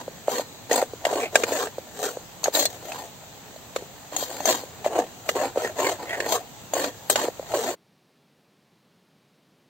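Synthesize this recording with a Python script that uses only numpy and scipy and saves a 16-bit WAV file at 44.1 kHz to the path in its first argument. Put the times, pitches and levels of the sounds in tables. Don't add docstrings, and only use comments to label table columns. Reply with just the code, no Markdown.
import sys
import numpy as np
from scipy import signal
from scipy.fft import rfft, irfft
from scipy.io import wavfile
from scipy.ndimage import uniform_filter1d

SR = 44100
rng = np.random.default_rng(int(sys.argv[2]) if len(sys.argv) > 2 else 0)


def makeup_ratio(level_db):
    decades = np.asarray(level_db, float) / 20
    return 10 ** decades


def bounce(signal):
    frames = np.transpose(np.atleast_2d(signal))
    limited = np.clip(frames, -1, 1)
    pcm = np.round(limited * 32767).astype(np.int16)
    wavfile.write(sys.argv[1], SR, pcm)


N = 427329

# f/Hz, level/dB per Hz
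HISS_SPECTRUM = [(35, -58), (60, -28), (153, 1.5), (1420, -16.5), (4180, -19), (8260, -30), (8860, -26.5),
                 (9500, -33.5), (11200, -29.5), (16300, -35.5)]
# t/s, level/dB
FADE = [
    (7.735, 2.5),
    (7.752, -5.5),
    (7.765, -56),
]
# f/Hz, level/dB per Hz
SIZZLE_SPECTRUM = [(71, -28), (120, -0.5), (213, -1.5), (354, -6), (818, -4.5), (1340, -13), (2270, -15),
                   (4020, -12), (5350, -19.5), (6570, -11), (8220, -13.5), (10900, -37.5), (11900, -23),
                   (15800, -16.5)]
# f/Hz, left-right correlation
SIZZLE_LIKENESS = [(60, 0.67), (180, 0.6), (550, 0.71), (1650, 0.17), (4970, -0.01), (15000, 0.05)]
# f/Hz, level/dB per Hz
BODY = [(88, -54), (150, -18), (297, -8), (564, -1.5), (1120, -11), (1280, -17.5), (1820, -16),
        (3390, -22.5), (4200, -21), (5520, -30), (6700, -21), (8310, -22.5), (11100, -45.5), (12000, -25),
        (15800, -18)]
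# f/Hz, level/dB over the body, t60/s
STEEL = [(1590, 5, .04), (1820, 6, .05), (2820, 5, .06), (3180, 4, .04), (3840, 4, .04), (4240, 8, .05),
         (4530, 2, .04), (6400, 5, .03), (6840, 5, .035), (7270, 1, .04), (7500, 5, .045), (8280, 3, .045),
         (8990, 5, .04)]
# f/Hz, t60/s
DAMPING = [(250, 0.078), (700, 0.03), (2000, 0.021), (6000, 0.055), (15000, 0.026)]
# f/Hz, phase/rad
PORT_SCATTER = [(300, .1), (700, 0.25), (1400, 1.7), (3000, 1.6), (7000, 6.5)]
# f/Hz, left over right level/dB
PORT_LEAN = [(60, -0.5), (180, 2), (550, 0.5), (1650, -1.5), (4970, 2.5), (15000, 11.5)]
PART_BORDERS = [1150, 3000, 11300]
DIFFUSE = [.1, .3, .6, .7]
# t/s, level/dB, spoon ring over thud level/dB, thud f/Hz
THUDS = [(.078, -20, -30, 532), (.28, -7.5, -35, 582), (.394, -12.5, -28, 564), (.824, -7, -28, 532),
         (.933, -22, -28, 458), (1.065, -11, -20, 584), (1.126, -15, -24.5, 643),
         (1.781, -18.5, -25.5, 526), (2.169, -19.5, -27.5, 530), (2.48, -9, -35.5, 556),
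         (3.56, -35, -12.5, 620), (3.82, -30.5, -23, 410), (4.224, -18, -23, 577),
         (4.311, -26.5, -14.5, 765), (4.634, -25, -25, 500), (4.86, -10, -25, 604),
         (5.355, -14.5, -21, 485), (5.558, -19, -28.5, 575), (5.572, -9.5, -31.5, 504),
         (7.282, -13, -33.5, 490), (7.394, -19, -32.5, 540), (7.426, -29, -21.5, 640),
         (7.537, -11.5, -29, 625)]
# t/s, level/dB, wall ring over thud level/dB, thud f/Hz, ring f/Hz
RAPS = [(.711, -7.5, -17, 509, 1920), (1.05, -11.5, -9.5, 650, 1923), (1.354, -3.5, -8.5, 617, 1527),
        (1.434, -12.5, -8, 466, 2410), (1.519, -14.5, -17.5, 488, 2200), (1.669, -22.5, -16, 650, 1600),
        (2.456, -18, -11.5, 780, 1580), (2.918, -28, -5.5, 718, 2640), (3.76, -14, -12, 520, 1186),
        (4.122, -25.5, -21, 577, 1260), (4.844, -21, -14.5, 783, 3060), (5.289, -14, -5, 597, 1916),
        (5.645, -15.5, -19.5, 536, 1780), (5.789, -16, -18, 478, 1860), (5.87, -18, -15, 463, 2210),
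        (6.201, -22.5, -3, 473, 1710), (6.765, -16, -21.5, 657, 1410), (6.84, -15, -11, 552, 1380),
        (7.156, -12.5, -6, 590, 1510), (7.239, -18.5, -19.5, 394, 2150)]
# t/s, level/dB, spoon ring over thud level/dB, thud f/Hz, ring f/Hz
CLINKS = [(.728, -20, 1, 521.4, 6420), (.756, -14.5, -2.5, 535, 8000), (2.431, -33, -4, 991, 7290),
          (2.439, -24, 7, 547, 6480), (2.548, -17.5, -1.5, 560, 3930), (2.569, -17, -11.5, 617, 6880),
          (2.609, -22, -7.5, 612, 4170), (2.626, -18.5, -4.5, 592, 4270), (2.652, -17.5, 3.5, 621, 4240),
          (4.162, -21.5, 1, 740, 7000), (4.403, -21, -14, 789, 6470), (4.454, -14, -2.5, 660, 6300),
          (6.093, -30, -10, 510, 3300), (6.734, -12.5, -9.5, 630, 6620), (7.097, -13, 3.5, 601, 8270)]
# start
# t/s, # length t/s, level/dB, from f/Hz, to f/Hz
SQUEAKS = [(.0, 0.78, -57, 4024, 4007), (1.17, .125, -36, 2450, 2300), (1.52, .16, -36, 950, 1300),
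           (2.0, .11, -38, 1200, 1500), (2.55, .12, -33, 4150, 4300), (4.455, .09, -31, 4500, 4300),
           (5.6, .11, -35.5, 1960, 1780), (5.8, .11, -35, 2350, 2000), (6.049, 0.1483, -33, 2087, 1728),
           (6.197, .1, -43, 1780, 1900), (6.3, .1, -34, 1000, 1200)]
# peak t/s, rise t/s, fall t/s, drag level/dB, spoon over drag level/dB
PRESSED = [(.0, .01, 0.023, -34, -9), (.34, 0.086, 0.11, -28.5, -4), (.745, 0.064, 0.12, -24, -5),
           (1.19, 0.19, 0.1, -26.5, -9.5), (1.37, 0.058, 0.12, -28.5, -6.5), (1.58, 0.17, 0.12, -28, -3.5),
           (2.478, 0.058, 0.026, -31, -6.5), (2.57, 0.051, 0.1, -26.5, 4), (2.72, 0.17, 0.089, -43.5, -1.5),
           (2.95, 0.19, .16, -38.5, -3.5), (4.135, 0.027, 0.028, -35, -4.5), (4.19, 0.025, 0.1, -37.5, 6),
           (4.36, 0.17, 0.18, -39, -0.5), (4.86, 0.026, 0.027, -27, -10), (5.385, 0.058, .14, -24, -10.5),
           (5.61, 0.069, 0.13, -29, -9), (5.83, 0.083, 0.15, -23.5, -7), (6.02, 0.045, .07, -34.5, -11.5),
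           (6.17, 0.13, 0.29, -33, -12), (6.79, 0.074, 0.14, -26.5, -5), (7.185, .045, 0.13, -25.5, -6.5),
           (7.66, 0.14, 0.11, -28.5, -5)]
SWEPT = [
    (2.045, .15, 0.16, -26.5, -2),
    (3.766, 0.067, 0.16, -38, -6),
    (4.485, 0.062, 0.17, -18.5, -1),
    (4.99, 0.19, 0.085, -19.5, -14.5),
    (5.293, 0.071, 0.089, -32.5, -1),
    (6.335, 0.14, 0.083, -21, -1.5),
    (7.1, 0.0077, 0.076, -23.5, 5),
    (7.553, 0.13, .15, -24.5, -7),
]
# drag level/dB, then wall, spoon and grit over drag level/dB
REST = (-56, -2, -2, -11)
LOST_HZ = [11050, 11520, 15800]
# f/Hz, level/dB
TREBLE_SHELF = [(7900, 0), (8520, -4), (8600, -18), (8800, -16), (8880, -6), (10300, 2), (11000, -3),
                (11500, 10), (12100, 0), (15000, 0), (15750, 3)]

HISS_DB, SIZZLE_DB, RUMBLE_DB = -63, -47, -61
SIMMER_STIRRED_DB, RUMBLE_STIRRED_DB, STIR_S = 1, 5, .6
THUD_WALL_DB, THUD_RING_HZ, RAP_SPOON_DB = -7.5, 1550, -5.5
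CLINK_WALL_DB, CLINK_WALL_PER_RING = -15.5, .5
CRACK_DB, CRACK_S = 4, 0.0054
THUMP_DB, THUMP_S = 4, 0.0026
FIRM_BEND, GRAZE_BEND, LIFT_DB = 3.5, 1, -31
WALL_DB, WALL_PER_EDGE, GRIT_DB, GRIT_PER_EDGE = -6.5, 0.44, -7, .4
WALL_BITE = .4


def evened(x):
    return x / np.sqrt(np.mean(x ** 2) + 1e-20)


def read(points, hz):
    f, value = np.transpose(points)
    return np.interp(np.log(hz + 1), np.log(f + 1), value)


def slow(per_s, count=1):
    knots = rng.standard_normal((int(N / SR * per_s) + 2, count))
    at = np.arange(N) / SR * per_s
    return np.array([np.interp(at, np.arange(len(k)), k) for k in knots.T])


def noise(points, same, patchy_db):
    frames, hz = N // 512 + 5, np.fft.rfftfreq(2048, 1 / SR)
    a, b, c, d, patches = rng.standard_normal((frames, 1025, 5)).T
    patches = uniform_filter1d(patches, size=20, axis=0)
    patches = evened(uniform_filter1d(patches, size=6, axis=1))
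    same = np.clip(read(same, hz), -1, 1)[:, None]
    left = a + 1j * b
    right = same * left + np.sqrt(1 - same ** 2) * (c + 1j * d)
    z = np.array([left, right]) * makeup_ratio(read(points, hz)[:, None] + patchy_db * patches)
    return evened(signal.istft(z, nperseg=2048, noverlap=1536)[1][:, :N])


def mono_hiss():
    rise = np.interp(np.arange(N) / SR, [FADE[0][0], FADE[-1][0]], [0, 1])
    return makeup_ratio(HISS_DB) * noise(HISS_SPECTRUM, [(20, 1), (20000, 1)], patchy_db=0.0) * rise


def sizzle(drag):
    busy = uniform_filter1d(np.log(drag), round(STIR_S * SR))
    busy = (busy - busy.min()) / np.ptp(busy)
    rumble_spectrum = [(20, -16.0), (50, -15.0), (100, 0.0), (140, -7.5), (250, -40.0)]
    rumble = noise(rumble_spectrum, [(20, 0.24), (200, 0.97)], patchy_db=1.0)
    simmer = noise(SIZZLE_SPECTRUM, SIZZLE_LIKENESS, patchy_db=1.2)
    simmer = makeup_ratio(SIZZLE_DB - 0.2 + SIMMER_STIRRED_DB * busy) * simmer
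    return simmer + makeup_ratio(RUMBLE_DB + RUMBLE_STIRRED_DB * busy) * rumble


def rings(count, scatter_db, colour_db=None, blunt=0):
    dense = np.geomspace(235, 15800, num=360) * rng.uniform(0.93, 1.005, size=360)
    steel_hz, steel_db, steel_t60 = np.transpose(STEEL)
    hz = np.r_[dense, steel_hz]
    t60 = np.clip(np.r_[read(DAMPING, dense), steel_t60], .004, .4)
    db = read(BODY, hz) + np.r_[0 * dense, steel_db]
    size, phase, lag, tilt = rng.standard_normal((count, len(hz), 4)).transpose(2, 0, 1)
    if colour_db:
        db = db + colour_db(hz)
    sign = np.sign(phase + blunt * (hz < PART_BORDERS[0]))
    weight = makeup_ratio(db + scatter_db * size) * np.sqrt(hz / t60) * sign
    apart = read(PORT_SCATTER, hz)
    side = makeup_ratio(read(PORT_LEAN, hz) / 2 + 0.5 * apart * tilt) * np.exp(.5j * apart * lag)
    ports = weight[:, None] * np.stack([side, 1 / side], axis=1)
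    t = np.arange(4096) / SR
    modes = np.exp((2j * np.pi * hz[:, None] - np.log(1000) / t60[:, None]) * t)
    part = np.searchsorted(PART_BORDERS, hz)
    ring = np.stack([(ports[..., part == k] @ modes[part == k]).imag for k in range(4)], axis=1)
    return ring / np.sqrt((ring ** 2).sum(axis=3).mean(axis=2))[..., None, None]


def blows():
    rows = []
    for s, db, ring_db, hz in THUDS:
        rows.append((s, db, ring_db + THUD_WALL_DB, ring_db, hz, THUD_RING_HZ))
    for s, db, ring_db, hz, top_hz in RAPS:
        rows.append((s, db, ring_db, ring_db + RAP_SPOON_DB, hz, top_hz))
    for s, db, ring_db, hz, top_hz in CLINKS:
        rows.append((s, db, CLINK_WALL_DB + CLINK_WALL_PER_RING * ring_db, ring_db, hz, top_hz))
    return sorted(rows)


def cracks(thud_db, wall_db, thud_hz):
    u = np.arange(900) / SR
    crack = (3. * (u == 0) + rng.standard_normal((len(thud_db), 2, 900))) * np.exp(-u / CRACK_S)
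    crack = signal.sosfilt(signal.butter(2, (650, 5200), "band", fs=SR, output="sos"), crack)
    crack *= makeup_ratio(CRACK_DB + thud_db + wall_db)[..., None] / np.abs(crack).max(axis=2, keepdims=True)
    thump = np.sin(2 * np.pi * thud_hz * u) * (1 - np.exp(-u / .0006)) * np.exp(-u / THUMP_S)
    return crack - (makeup_ratio(THUMP_DB + thud_db) * thump)[:, None]


def knocks():
    s, thud_db, wall_db, spoon_db, thud_hz, ring_hz = np.transpose(blows())[:, :, None]

    def bump(hz, centre_hz, octaves):
        return np.exp(-(np.log2(hz / centre_hz) / octaves) ** 2)

    def colour_db(hz):
        return 30.0 * bump(hz, thud_hz, .24) + 17.0 * bump(hz, ring_hz, 0.07)

    ring = rings(len(s), 1.6, colour_db, blunt=.5)
    t = np.arange(220) / SR
    contact = rng.standard_normal((len(s), 220)) * (t / .0008) * np.exp(-t / 0.0014)
    push = np.exp(-(t / 0.00015 - 3) ** 2)
    crack = cracks(thud_db, wall_db, thud_hz)
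    out = np.zeros((2, N + 5000))
    for k, at in enumerate(np.round((s[:, 0] + 0.00079) * SR).astype(int)):
        wall, spoon = wall_db[k, 0], spoon_db[k, 0]
        gains = makeup_ratio(thud_db[k, 0] + np.array([5., 22.5 + wall, 22.5 + spoon, 9.5 + spoon]))
        blow = np.array([push / push.sum()] + 3 * [contact[k] / np.linalg.norm(contact[k])])
        parts = signal.oaconvolve(ring[k], blow[:, None], axes=2)[..., :4096]
        out[:, at:at + 4096] += np.tensordot(gains, parts, axes=1)
        out[:, at + 30:at + 930] += crack[k]
    return out[:, :N]


def strokes():
    t = np.arange(N // 32 + 2) * 32 / SR
    power = makeup_ratio(REST[0] + np.array([0, *REST[1:]]))[:, None] ** 2 * np.ones(len(t))
    for rows, bend in ((PRESSED, FIRM_BEND), (SWEPT, GRAZE_BEND)):
        for peak_s, rise_s, fall_s, drag_db, edge_db in rows:
            away = abs(t - peak_s) / np.where(t < peak_s, rise_s, fall_s)
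            lift_db = LIFT_DB * np.minimum(away, 3) ** bend
            wall_db = WALL_DB + WALL_PER_EDGE * edge_db
            grit_db = GRIT_DB + (1 + GRIT_PER_EDGE) * edge_db
            parts_db = np.array([0, wall_db, edge_db, grit_db])[:, None]
            power = power + makeup_ratio(drag_db + parts_db + lift_db) ** 2
    return np.array([np.interp(np.arange(N) / SR, t, np.sqrt(p)) for p in power])


def squeak(slips):
    out, r = np.zeros(N), np.exp(-np.pi * 190. / SR)
    for s, length, db, from_hz, to_hz in SQUEAKS:
        u = np.linspace(0, 1, round(length * SR))
        start = round(s * SR)
        at = slice(start, start + len(u))
        turn = np.exp(2j * np.pi * np.cumsum(from_hz + (to_hz - from_hz) * u) / SR)
        tone = (turn * signal.lfilter([1 - r], [1, -r], slips[at] / turn)).real
        out[at] += makeup_ratio(db) * np.sin(np.pi * u ** 1.2) ** 1.5 * evened(tone)
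    return out


def scrape(pushes):
    grit = makeup_ratio(2.0 * slow(100.)[0] + 4.2 * np.minimum(rng.exponential(size=N), 4))
    grit *= rng.random(N) < 2200. / SR
    grit /= np.sqrt(uniform_filter1d(grit ** 2, size=1500) + 1e-9)
    slips, other = grit * rng.choice([-1, 1], (2, N))
    spot = makeup_ratio(22.0 * slow(22., count=6))
    spot /= np.sqrt((spot ** 2).sum(axis=0))
    drive = []
    for gain, d in zip(pushes, DIFFUSE):
        drive.append(gain * np.array([slips, np.sqrt(1 - d ** 2) * slips + d * other]))
    bite_power = uniform_filter1d(grit ** (2 + 2 * WALL_BITE), size=1500)
    drive[1] = drive[1] * grit ** WALL_BITE / np.sqrt(bite_power + 1e-9)
    out, end = np.zeros((2, N)), round(FADE[-1][0] * SR)
    for share, ring in zip(spot, rings(count=6, scatter_db=3.0)):
        for push, part in zip(drive, ring):
            out[:, :end] += signal.oaconvolve((push * share)[:, :end], part, axes=1)[:, :end]
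    squeal = squeak(slips)
    return makeup_ratio(-3.0) * out + np.array([squeal, 1.2 * np.roll(squeal, shift=5)])


def scene():
    pushes = strokes()
    spoon = scrape(pushes) + knocks()
    no_bass = signal.butter(6, 235., "high", fs=SR, output="sos")
    return signal.sosfilt(no_bass, spoon) + sizzle(pushes[0])


def starve(x, under_db):
    hz, _, z = signal.stft(x, SR, nperseg=2048, noverlap=1024)
    power = uniform_filter1d(abs(z) ** 2, size=2, axis=2).mean(axis=0)
    bright = power[(hz > 3000) & (hz < 8500)].mean(axis=0)
    band = np.repeat(power[:1024].reshape(128, 8, -1).mean(axis=1), 8, axis=0)
    whim = uniform_filter1d(rng.standard_normal((power.shape[1], 128)), size=3, axis=0)
    whim = np.repeat(whim.T, 8, axis=0)
    low_hz = hz[:1024, None]
    strong = band > bright * makeup_ratio(under_db + 5 * whim) ** 2
    z[:, :1024] *= strong | (low_hz < 2500) | (low_hz > LOST_HZ[1])
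    return signal.istft(z, SR, nperseg=2048, noverlap=1024)[1][:, :N]


def top_cut(x):
    return signal.sosfilt(signal.butter(12, 16450, fs=SR, output="sos"), x)


def record(dry):
    hz = np.fft.rfftfreq(N, 1 / SR)
    kept = (hz < LOST_HZ[0]) | (hz > LOST_HZ[1]) & (hz < LOST_HZ[2])
    heard = irfft(rfft(np.clip(dry, -1, 1)) * makeup_ratio(read(TREBLE_SHELF, hz)), N)
    phone = irfft(rfft(starve(heard, under_db=-20.5)) * kept, N)
    s, db = np.transpose(FADE)
    faded = phone * makeup_ratio(np.interp(np.arange(N) / SR, s, db, right=-200))
    return top_cut(faded + mono_hiss())


dry = scene()
out = record(dry)
bounce(out)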